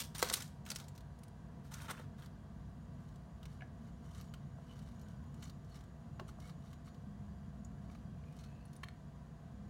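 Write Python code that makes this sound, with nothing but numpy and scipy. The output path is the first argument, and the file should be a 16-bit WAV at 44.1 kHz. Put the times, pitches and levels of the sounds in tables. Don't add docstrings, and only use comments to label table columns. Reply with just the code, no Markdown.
import sys
import numpy as np
from scipy import signal
from scipy.fft import rfft, irfft, next_fast_len
from scipy.io import wavfile

SR = 44100
rng = np.random.default_rng(int(sys.argv[2]) if len(sys.argv) > 2 else 0)


def dump_mix(stems):
    frames = np.atleast_2d(stems).T
    limited = np.clip(frames, -1, 1)
    pcm = np.round(limited * 32767).astype(np.int16)
    wavfile.write(sys.argv[1], SR, pcm)


N = 427329
TIME = np.arange(N) / SR
AGE = TIME[:SR // 4]


# frequency in Hz, strength in dB per Hz.
FAN_RUMBLE = [(20, -36), (34, -19.5), (48, -3), (64, -0.5), (85, -1.5), (100, 1.5), (118, -5.5), (142, 2.5),
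              (175, -1.5), (235, -4.5), (272, -14), (370, -27.5), (600, -64.5)]
FAN_AIR = [(180, -25), (300, -1), (370, -6), (490, -4.5), (590, -3.5), (700, -5), (790, -6.5), (1100, -8.5),
           (1300, -12), (1600, -12), (1900, -16.5), (2200, -22), (3300, -22.5), (5500, -28), (7200, -29),
           (10200, -34), (14500, -40)]
# frequency in Hz, width in Hz, level in dB before the rumble's sags.
FAN_BANDS = [(63.05, 5.4, -62), (141.2, 12.94, -61.5), (437.8, 11, -81.5), (487, 19, -77.5),
             (682, 60, -81.5), (1071, 54, -80), (3265, 41, -93), (4730, 23, -95), (5940, 50, -93.5),
             (9200, 180, -99)]
# frequency in Hz, level at the start and at the end in dB.
FAN_TONES = [(101.1, -63.5, -72.5), (671, -79, -76.5), (715, -79, -76.5), (850, -84.5, -91),
             (950, -73, -103.5), (1167, -81.5, -83.5)]
# time in seconds, gain in dB.
RUMBLE_LEVEL = [(0, 1.5), (.75, -1), (1.3, -2.5), (1.6, 0), (3.1, 0), (5.4, 1), (5.92, -1.5), (6.15, 1.5),
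                (6.6, 0), (8.2, 1), (9.1, -2.5), (9.69, 0.5)]
# time in seconds, level in dB.
HUM_LEVEL = [(0, -72.5), (6.83, -72), (7.1, -55.5), (7.99, -56.5), (8.2, -64), (9.2, -79), (9.61, -55.5)]
# time in seconds, level in dB.
WHINE_LEVEL = [(0, -97), (3.7, -92), (4.2, -85.5), (8.4, -90), (9.69, -88)]

# start in seconds, crinkle level in dB, hold in seconds,
# body of the sheet in dB relative to the crinkle.
FOIL_PRESSES = [(-.01, -37.5, 0.0086, -9.5), (0.144, -49, 0.0088, -1), (0.185, -51, 0.087, -2),
                (0.268, -53, 0.14, -1), (0.321, -41, 0.019, -23), (0.415, -62.5, 0.034, -12),
                (0.657, -64, 0.064, 4.5), (0.779, -65, 0.033, 4), (1.633, -73, 0.053, -2),
                (1.707, -64, 0.16, 5), (1.88, -57.5, 0.028, 10.5), (1.96, -70.5, 0.053, 9.5),
                (2.174, -74, 0.074, 7.5)]
# frequency in Hz, strength in dB per Hz.
CRINKLE = [(1000, -21.5), (2000, -0.5), (2900, 0), (4050, 3.5), (5000, 2), (5700, 4.5), (8100, -0.5),
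           (8950, 2.5), (9700, 1), (10400, -5), (12500, -1), (15500, -5.5)]
SHEET = [(200, -19), (350, -0.5), (480, 3), (700, -3), (950, 3), (1420, 7), (2100, -1), (2800, -6.5),
         (4000, -42.5)]
SNAP = [(800, -6.5), (2000, 1.5), (4000, 6), (6000, 5), (9500, 1.5), (10500, -1), (15500, -1.5)]
# frequency in Hz, width in Hz, level in dB.
SHEET_MODES = [(930, 39, 0), (1430, 170, 0.5), (1920, 83, -6), (3200, 120, -3), (3670, 117, -4)]
# start in seconds, peak in dB, pitch in Hz.
FLIPS = [(.2445, -49, 1100), (.252, -42, 724), (.3, -34, 1900), (1.803, -44, 1500), (1.893, -40, 1190),
         (1.909, -44, 1400), (1.914, -36.5, 1260), (1.979, -46, 1570), (2.226, -55, 1900),
         (2.245, -56, 1280)]
# start in seconds, level in dB, pitch in Hz.
FOIL_SNAPS = [(0.1495, -36.5, 4350), (0.1812, -33.5, 8940), (0.1915, -34, 5700), (0.2198, -32, 7500),
              (0.2445, -34, 3970), (0.2865, -34, 6000), (0.3275, -31, 8400), (0.3565, -37, 7000),
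              (0.3695, -38, 6000), (0.4055, -42, 5000), (0.422, -35, 7060), (0.4775, -51.5, 7040),
              (0.6525, -52, 6420), (0.6633, -44, 3060), (0.688, -43, 6720), (0.7028, -29, 5940),
              (0.7151, -31, 4440), (0.750, -42, 7550), (0.7593, -30, 5350), (0.7855, -44, 6000),
              (0.7995, -41.5, 3680), (0.841, -53, 4000), (0.8824, -47.5, 7200), (0.9512, -55, 5400),
              (0.959, -56, 6000), (0.9777, -46.5, 4170), (1.007, -56, 4000), (1.189, -57, 9500),
              (1.234, -51.5, 9400), (1.281, -56, 8500), (1.718, -51, 8500), (1.8185, -45.5, 9500),
              (1.8315, -50, 8500), (1.851, -53, 6000), (1.8975, -49, 5000), (1.9215, -51, 4000),
              (2.196, -57, 8000), (2.2225, -51.5, 3270), (2.246, -58, 7000), (2.260, -50, 4100)]
# start in seconds, level in dB,
# crack in dB relative to the body, brightness limit of the body in Hz.
LANDING = [(0.2268, -16, -5, 9000), (0.3144, -33, -20, 2000), (1.912, -48, -18, 700),
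           (1.997, -42.5, -12, 900)]
# frequency in Hz, level in dB, t60 in seconds.
TRAY_MODES = [(415, 3.5, 0.01163), (503, 1, 0.048), (713, 4.5, 0.016), (930, -2, 0.032), (1100, 4, 0.015),
              (1294, -2.5, 0.059), (1532, -1, 0.035), (2000, 1.5, 0.017), (4170, 3, 0.018)]
# loudest moment in seconds, level in dB,
# half length in seconds, pitch in Hz, low body in dB relative to the rest.
CRUNCHES = [(0.3008, -33.5, 0.002, 4300, -8.5), (0.34, -28, 0.0031, 9100, -21.5),
            (1.7423, -46.5, 0.0032, 6500, -16), (1.912, -44, 0.0041, 8500, -3)]

# loudest moment in seconds, level in dB, length in seconds.
STROKES = [(3.076, -77, 0.14), (3.53, -73, 0.088), (3.867, -76, .1), (4.181, -64, 0.14),
           (4.714, -70.5, 0.034), (4.84, -71.5, 0.26), (5.101, -74.5, 0.078), (5.443, -63.5, 0.074),
           (5.756, -67.5, 0.067), (6.292, -62.5, 0.023), (6.47, -65, 0.067), (6.688, -72, 0.098),
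           (6.875, -66.5, 0.027), (7.935, -72.5, 0.12), (8.425, -72, 0.13)]
# frequency in Hz, strength in dB per Hz.
RUB = [(700, -63.5), (1200, 19), (2500, -3), (5000, -1.5), (9000, -1.5), (10500, -5), (15500, -11)]
# frequency in Hz, width in Hz, level in dB.
RUB_MODES = [(1227, 200, 9.5), (2200, 150, 5), (3020, 160, 9.5), (3800, 600, 2), (4300, 210, 0),
             (5700, 640, 0.5)]
# start in seconds, level in dB, pitch in Hz.
SMACKS = [(3.1582, -61, 7200), (3.4296, -51, 3260), (3.4545, -49.5, 3200), (4.2113, -49, 13000),
          (4.3385, -48.5, 3020), (4.791, -57, 4500), (4.995, -60, 6550), (5.014, -59, 12000),
          (5.084, -60, 5970), (5.3428, -57, 7400), (5.427, -50, 3870), (5.452, -54, 5800),
          (5.477, -61, 4300), (5.4964, -52, 4284), (5.646, -62.5, 6020), (5.755, -56, 5270),
          (5.79, -59, 5500), (5.8077, -58, 3670), (5.838, -62, 7500), (6.1972, -54, 3370),
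          (6.401, -55.5, 5860), (6.496, -55.5, 4300), (6.7305, -53.5, 3300), (6.878, -63, 4300),
          (6.945, -63, 4300), (8.324, -61.5, 9000), (8.3659, -56.5, 9000), (8.3888, -58, 6400),
          (8.409, -62, 4400), (8.4387, -55.5, 4260), (8.47, -68, 4340), (8.6542, -63, 11600),
          (8.681, -67, 6000), (8.7311, -57, 9700), (8.754, -61, 14000), (8.763, -60, 6100)]
# start in seconds, peak in dB, lowest ringing frequency in Hz.
BLIPS = [(3.608, -46.5, 2000), (3.621, -42, 500)]
# starting frequency in Hz, level in dB, t60 in seconds.
BLIP_MODES = [(700, 5, 0.069), (1630, 4, 0.052), (2300, -5, .025), (2800, -8, 0.039)]
# start in seconds, level in dB, ring in Hz, upper ring in Hz,
# brightness limit of the clack in Hz, t60 in seconds.
KNOCKS = [(4.585, -50.5, 746, 1100, 1700, 0.014), (6.194, -48, 794, 1186, 5000, 0.011),
          (6.1972, -40, 1180, 1500, 6040, 0.018), (6.1976, -44, 640, 860, 4520, 0.024),
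          (6.21, -47.5, 420, 850, 1300, 0.043), (6.386, -51.5, 715, 1200, 1400, 0.022),
          (6.494, -53.5, 1270, 2200, 2600, 0.04), (6.7297, -55, 1330, 2150, 3500, 0.025),
          (6.876, -57, 1250, 2200, 2600, 0.046), (7.899, -54, 1270, 2300, 4000, 0.022),
          (7.951, -55, 1270, 2200, 4000, 0.025), (8.238, -62, 2420, 3000, 5020, 0.025)]
# loudest moment in seconds, level in dB, length in seconds,
# pitch in Hz, pitch glide in Hz per second, share that sings cleanly from 0 to 1.
SQUEAKS = [(4.714, -65.5, 0.032, 2990, -4, 0.6), (4.808, -81, 0.11, 3020, 4, 0.5),
           (5.115, -71.5, 0.13, 1510, -300, 0.6), (5.246, -70, 0.086, 990, -3, 0.5),
           (5.456, -74, .06, 4300, 1.5, .1), (5.726, -73.5, 0.04, 4330, -3500, .4),
           (5.76, -70, 0.024, 5270, 0, 0.2), (6.428, -73, 0.019, 2150, -3, .6),
           (6.457, -70, 0.022, 2220, 2000, .8), (6.892, -81, 0.057, 4400, 0, 0.1),
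           (8.289, -78.5, 0.11, 2440, -2, 0.23), (8.442, -76, 0.094, 4280, 0, 0),
           (8.54, -77.5, 0.24, 2590, 501, 0.03), (8.687, -84, .14, 4300, -4, 0.2)]
# start in seconds, peak in dB, pitch in Hz.
PINGS = [(5.439, -50.5, 6770), (7.6475, -51.5, 6890), (8.6542, -57.5, 9750), (8.763, -54, 9300)]
# start in seconds, level in dB,
# lowest ringing frequency in Hz, tick in dB relative to the ring.
CLICKS = [(8.8332, -37.5, 1000, -8), (8.8361, -34, 500, -25), (8.8408, -43, 2740, -9),
          (8.885, -41.5, 1450, -9)]
# frequency in Hz, level in dB, t60 in seconds.
TONGS_MODES = [(600, -6.5, 0.015), (960, 3, 0.018), (1150, 6, 0.02), (1400, 1.5, 0.016), (1820, 1, 0.021),
               (2250, -4.5, 0.021), (2660, -6, .016), (3120, -2.5, 0.014), (3350, -9, 0.014),
               (3720, -9, 0.017), (4160, -6, 0.017), (4270, -8, 0.02), (6340, -16, 0.01), (9700, -14, .009)]
# delay in seconds, level in dB.
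REFLECTIONS = [(.0013, -42.5), (.0035, -16.5), (.0082, -19.5)]

RUMBLE_DB, AIR_DB = -51.5, -66
HUM_HZ, WHINE_HZ = 202.7, 6830
ATTACK_S = 0.000068
PRESS_ATTACK_S, FOIL_SETTLES_DB_PER_S = 0.011, 365
TICK_BODY_DB, TICK_MID_HZ, TICK_BODY_DB_PER_OCTAVE = -13, 5030, -12.5
STROKE_RISE_SHARE = 0.57
KITCHEN_T60_S, KITCHEN_DB = 0.38, -17
CUTOFF_HZ = 15900


def from_db(db):
    return 10 ** (np.asarray(db) / 20)


def rms_one(x):
    return x / np.sqrt(np.mean(x ** 2) + 1e-20)


def peak_one(x):
    return x / np.max(np.abs(x))


def add(out, s, sound):
    start = max(round(s * SR), 0)
    out[start:start + len(sound)] += sound[:N - start]


def coloured(x, spectrum):
    size = 2 * next_fast_len(len(x) // 2 + 1024)
    hz, db = np.transpose(spectrum)
    bins = np.maximum(np.fft.rfftfreq(size, 1 / SR), 1)
    curve_db = np.interp(np.log(bins), np.log(hz), db)
    cepstrum = irfft(np.log(from_db(curve_db)))
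    cepstrum[1:size // 2] *= 2
    cepstrum[size // 2 + 1:] = 0
    return irfft(rfft(x, size) * np.exp(rfft(cepstrum)))[:len(x)]


def resonance(x, hz, width_hz):
    r = np.exp(-np.pi * width_hz / SR)
    feed = np.array([1, 0, -1]) * (1 - r * r) / 2
    feedback = [1, -2 * r * np.cos(2 * np.pi * hz / SR), r * r]
    return signal.lfilter(feed, feedback, x + 1e-18)


def low_pass(x, hz, order=2):
    return signal.sosfilt(signal.butter(order, hz, fs=SR, output="sos"), x)


def dying(t60):
    return np.exp(-np.log(1000) * AGE / t60)


def ring(hz, t60):
    return np.sin(2 * np.pi * hz * AGE) * dying(t60)


def burst(t60):
    return rng.standard_normal(len(AGE)) * dying(t60) * (1 - np.exp(-AGE / ATTACK_S))


def drift(per_s):
    knots = rng.standard_normal(4096)
    return rms_one(np.interp(TIME * per_s, np.arange(len(knots)), knots))


def level_gain(curve):
    return from_db(np.interp(TIME, *np.transpose(curve)))


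def narrow_tone(hz, width_hz):
    once = resonance(rng.standard_normal(N), hz, width_hz)
    return rms_one(resonance(once, hz, width_hz))


def motor_tone(hz, wander_hz):
    wander = rms_one(low_pass(rng.standard_normal(N), hz=12.3))
    return np.sqrt(2) * np.sin(2 * np.pi * np.cumsum(hz + wander_hz * wander) / SR)


def fan(echo_db=-6, echo_t60=0.21, tone_sway_db=1.5, sways_per_s=2.3):
    rumble = from_db(RUMBLE_DB) * rms_one(coloured(rng.standard_normal(N), FAN_RUMBLE))
    bands = sum(from_db(db) * narrow_tone(hz, width) for hz, width, db in FAN_BANDS)

    rush, echoes = rng.standard_normal(N), burst(echo_t60)
    echoed = signal.fftconvolve(rush, echoes / np.linalg.norm(echoes))[:N]
    air = from_db(AIR_DB) * rms_one(coloured(rush + from_db(echo_db) * echoed, FAN_AIR))

    tones = np.zeros(N)
    for hz, start_db, end_db in FAN_TONES:
        tone_db = np.linspace(start_db, end_db, N) + tone_sway_db * drift(sways_per_s)
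        tones += from_db(tone_db) * motor_tone(hz, wander_hz=hz * 0.002895)
    hum = level_gain(HUM_LEVEL) * motor_tone(HUM_HZ, wander_hz=0.93)
    whine = level_gain(WHINE_LEVEL) * narrow_tone(WHINE_HZ, width_hz=35)
    return level_gain(RUMBLE_LEVEL) * (rumble + bands) + air + tones + hum + whine


def grains(per_s, spread_db, scatter_t60, pitched_db, count=16):
    sizes = from_db(spread_db * np.minimum(rng.exponential(1, N), 3)) * rng.choice([-1, 1], N)
    slips = sizes * (rng.random(N) < per_s / SR)
    energy = signal.lfilter([1], [1, -from_db(-120 / (scatter_t60 * SR))], slips ** 2 + 1e-18)
    cracks = rms_one(np.sqrt(energy) * rng.standard_normal(N))

    dealt = rng.integers(0, count, N)
    pitches = np.geomspace(750, 9000, count) * rng.uniform(.94, 1.06, count)
    rings = np.zeros(N)
    for k, hz in enumerate(pitches):
        rings += np.sqrt(hz) * resonance(slips * (dealt == k), hz, width_hz=350)
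    return cracks + from_db(pitched_db) * rms_one(rings)


def flexing(x, bend=.05, bends_per_s=14):
    rung = sum(from_db(db) * resonance(x, hz, width) for hz, width, db in SHEET_MODES)
    uneven_places = np.cumsum(1 + bend * drift(bends_per_s))
    return rms_one(np.interp(uneven_places, np.arange(N), rung))


def press(start_s, hold_s):
    near = slice(max(round(start_s * SR), 0), round((start_s + hold_s) * SR) + len(AGE))
    since = TIME[near] - start_s
    build = np.clip(since / PRESS_ATTACK_S, 0, 1)
    return near, build * from_db(-FOIL_SETTLES_DB_PER_S * np.maximum(since - hold_s, 0))


def foil_rustle(modes_db=-3, clump_db=-1.0, clumps_per_s=130):
    slips = grains(per_s=1300, spread_db=0.5, scatter_t60=0.0053, pitched_db=-12.5)
    crinkle = rms_one(coloured(slips, CRINKLE))
    sheet = rms_one(rms_one(coloured(slips, SHEET)) + from_db(modes_db) * flexing(slips))
    crinkle_gain, sheet_gain = np.zeros((2, N))
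    for s, db, hold_s, body_db in FOIL_PRESSES:
        near, force = press(s, hold_s)
        crinkle_gain[near] = np.hypot(crinkle_gain[near], from_db(db) * force)
        sheet_gain[near] = np.hypot(sheet_gain[near], from_db(db + body_db) * force)
    clumps = rms_one(from_db(clump_db * drift(clumps_per_s)))
    return clumps * (crinkle_gain * crinkle + sheet_gain * sheet)


def foil_crackles(crackle_db=9, per_s=70, spread_db=3, low_hz=600, high_hz=4500, cycles=16, upper_ratio=1.71):
    out, flips = np.zeros(N), list(FLIPS)
    for s, db, hold_s, body_db in FOIL_PRESSES:
        for late, pitch, size in rng.random((64, 3))[:round(per_s * hold_s)]:
            flip_s = s + PRESS_ATTACK_S + late * hold_s
            flip_db = db + body_db / 2 + crackle_db + spread_db * (2 * size - 1)
            flips.append((flip_s, flip_db, low_hz * (high_hz / low_hz) ** pitch))
    for s, db, hz in flips:
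        t60 = cycles / hz
        add(out, s, from_db(db) * peak_one(ring(hz, t60) - .5 * ring(hz * upper_ratio, t60)))
    return out


def stray_ticks(after_s, within_s, db, low_hz=3000, high_hz=10000):
    late, pitch = rng.random((len(after_s), 2)).T
    starts = np.array(after_s) + within_s * late
    return [(s, db, hz) for s, hz in zip(starts, low_hz * (high_hz / low_hz) ** pitch)]


def ticks(rows, t60, ring_db, ring_width_hz, give_s=0.000084):
    out = np.zeros(N)
    for s, db, hz in rows:
        body_db = TICK_BODY_DB + TICK_BODY_DB_PER_OCTAVE * np.log2(hz / TICK_MID_HZ)
        crack = burst(t60) * (1 - np.exp(-AGE / give_s))
        pitched = rms_one(resonance(crack, hz, ring_width_hz))
        bright = rms_one(rms_one(coloured(crack, SNAP)) + from_db(ring_db) * pitched)
        sound = bright + from_db(body_db) * rms_one(coloured(burst(t60), SHEET))
        add(out, s, from_db(db) * sound / np.max(np.abs(bright)))
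    return out


def foil_snaps():
    press_ends = [s + hold_s for s, _, hold_s, _ in FOIL_PRESSES]
    relaxing = stray_ticks(press_ends, within_s=0.081, db=-62.0)
    return ticks(FOIL_SNAPS + relaxing, t60=0.036, ring_db=-5.5, ring_width_hz=640)


def tray_landing(crack_t60=0.029, bass_cut_hz=370):
    out = np.zeros(N)
    modes = sum(from_db(mode_db) * ring(hz, t60) for hz, mode_db, t60 in TRAY_MODES)
    body = signal.sosfilt(signal.butter(4, bass_cut_hz, "high", fs=SR, output="sos"), modes)
    for s, db, crack_db, bright_hz in LANDING:
        crack = from_db(crack_db) * peak_one(coloured(burst(crack_t60), SNAP))
        add(out, s, from_db(db) * (peak_one(low_pass(body, bright_hz)) + crack))
    return out


def foil_crunches(ring_db=-4, ring_width_hz=1200):
    out = np.zeros(N)
    crest = AGE[-1] / 2
    for s, db, half_s, hz, body_db in CRUNCHES:
        creases = rng.standard_normal(len(AGE))
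        pitched = rms_one(resonance(creases, hz, ring_width_hz))
        bright = rms_one(rms_one(coloured(creases, SNAP)) + from_db(ring_db) * pitched)
        body = rms_one(coloured(rng.standard_normal(len(AGE)), SHEET))
        swell = 1 / (1 + ((AGE - crest) / half_s) ** 2)
        add(out, s - crest, from_db(db) * (bright + from_db(body_db) * body) * swell)
    return out


def stroke(crest_s, length_s):
    near = np.abs(TIME - crest_s) < 2 * length_s
    since = TIME[near] - crest_s
    share = np.where(since < 0, STROKE_RISE_SHARE, 1 - STROKE_RISE_SHARE)
    return near, np.exp(-.5 * (since / (length_s * share)) ** 2)


def hollow(x):
    return sum(from_db(db) * resonance(x, hz, width) for hz, width, db in RUB_MODES)


def stirring(hollow_db=-1):
    slips = grains(per_s=700, spread_db=7.0, scatter_t60=0.072, pitched_db=-8.5)
    rub = rms_one(coloured(slips, RUB)) + from_db(hollow_db) * rms_one(hollow(slips))
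    out = np.zeros(N)
    for s, db, length_s in STROKES:
        near, swell = stroke(s, length_s)
        out[near] += from_db(db) * swell * rms_one(rub[near])
    return out


def sauce_smacks(hollow_db=-5):
    dripping = stray_ticks([s for s, _, _ in STROKES], within_s=0.023, db=-67.0)
    smacks = ticks(SMACKS + dripping, t60=0.04, ring_db=-6.5, ring_width_hz=1000)
    return smacks + from_db(hollow_db) * hollow(smacks)


def sauce_blips(wet_db=-7, wet_hz=2300, wet_width_hz=1500, wet_t60=0.03, top_hz=2800, rise_per_s=4.8):
    out = np.zeros(N)
    for s, db, lowest_hz in BLIPS:
        pocket = np.zeros(len(AGE))
        for hz, mode_db, t60 in BLIP_MODES:
            gain = from_db(mode_db) / (1 + (lowest_hz / hz) ** 4)
            pocket += gain * ring(hz * (1 + rise_per_s * AGE / 2), t60)
        wet = low_pass(resonance(burst(wet_t60), wet_hz, wet_width_hz), top_hz, order=8)
        add(out, s, from_db(db) * peak_one(peak_one(pocket) + from_db(wet_db) * peak_one(wet)))
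    return out


def pot_knocks(ring_db=-6, upper_db=-8, tick_db=-22, thud_db=-9, thud_hz=165, thud_t60=0.24):
    out = np.zeros(N)
    for s, db, hz, upper_hz, bright_hz, t60 in KNOCKS:
        contact = resonance(burst(t60), hz * 0.92, width_hz=hz * 0.12)
        clack = peak_one(low_pass(contact, bright_hz, order=8))
        tick = from_db(tick_db) * peak_one(coloured(burst(t60), SNAP))
        modes = from_db(ring_db) * ring(hz, t60) + from_db(upper_db) * ring(upper_hz, t60)
        thud = from_db(thud_db) * ring(thud_hz, thud_t60)
        add(out, s, from_db(db) * (tick + clack + modes + thud))
    return out


def squeaks(slips_per_s=260, slip_t60=0.023, spread_db=3, grit_db=-9):
    sizes = from_db(spread_db * np.clip(rng.standard_normal(N), -2, 2))
    turns = np.exp(2j * np.pi * rng.random(N))
    slips = (rng.random(N) < slips_per_s / SR) * sizes * turns
    rings = signal.lfilter([1], [1, -from_db(-60 / (slip_t60 * SR))], slips + 1e-18)
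    grit = np.abs(rings) ** 2 * coloured(rng.standard_normal(N), RUB)
    out = np.zeros(N)
    for s, db, length_s, hz, glide, clean in SQUEAKS:
        near, swell = stroke(s, length_s)
        phase = 2 * np.pi * np.cumsum(hz + glide * (TIME[near] - s)) / SR
        short_rings = rms_one(np.real(rings[near] * np.exp(1j * phase)))
        judder = short_rings + from_db(grit_db) * rms_one(grit[near])
        tone = rms_one(np.sin(phase))
        out[near] += from_db(db) * swell * (np.sqrt(1 - clean) * judder + np.sqrt(clean) * tone)
    return out


def sauce_pings(t60=0.038, width_hz=450):
    out = np.zeros(N)
    for s, db, hz in PINGS:
        add(out, s, from_db(db) * peak_one(resonance(burst(t60), hz, width_hz)))
    return out


def tongs_clicks(tick_t60=0.026, vary_db=4.5):
    out = np.zeros(N)
    for s, db, lowest_hz, tick_db in CLICKS:
        arms = np.zeros(len(AGE))
        for k, (hz, mode_db, t60) in enumerate(TONGS_MODES):
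            gain = from_db(mode_db + vary_db * rng.standard_normal()) / (1 + (lowest_hz / hz) ** 4)
            arms += (-1) ** k * gain * ring(hz, t60)
        tick = from_db(tick_db) * peak_one(coloured(burst(tick_t60), SNAP))
        add(out, s, from_db(db) * (peak_one(arms) + tick))
    return out


def kitchen(x, wall_cut_hz=9000, first_echo_s=0.0056):
    tail = low_pass(burst(KITCHEN_T60_S) * (AGE > first_echo_s), wall_cut_hz, order=1)
    response = from_db(KITCHEN_DB) * tail / np.linalg.norm(tail)
    response[0] += 1
    for delay_s, db in REFLECTIONS:
        response[round(delay_s * SR)] += from_db(db)
    return signal.fftconvolve(x, response / np.linalg.norm(response))[:N]


def scene():
    tray = foil_rustle() + foil_crackles() + foil_snaps() + tray_landing() + foil_crunches()
    sauce = stirring() + sauce_smacks() + sauce_blips() + sauce_pings()
    tongs = pot_knocks() + squeaks() + tongs_clicks()
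    return (kitchen(tray + sauce + tongs) + fan())[None]


def record(dry):
    return signal.sosfilt(signal.ellip(12, .1, 80, CUTOFF_HZ, fs=SR, output="sos"), dry)


dry = scene()
out = record(dry)
dump_mix(out)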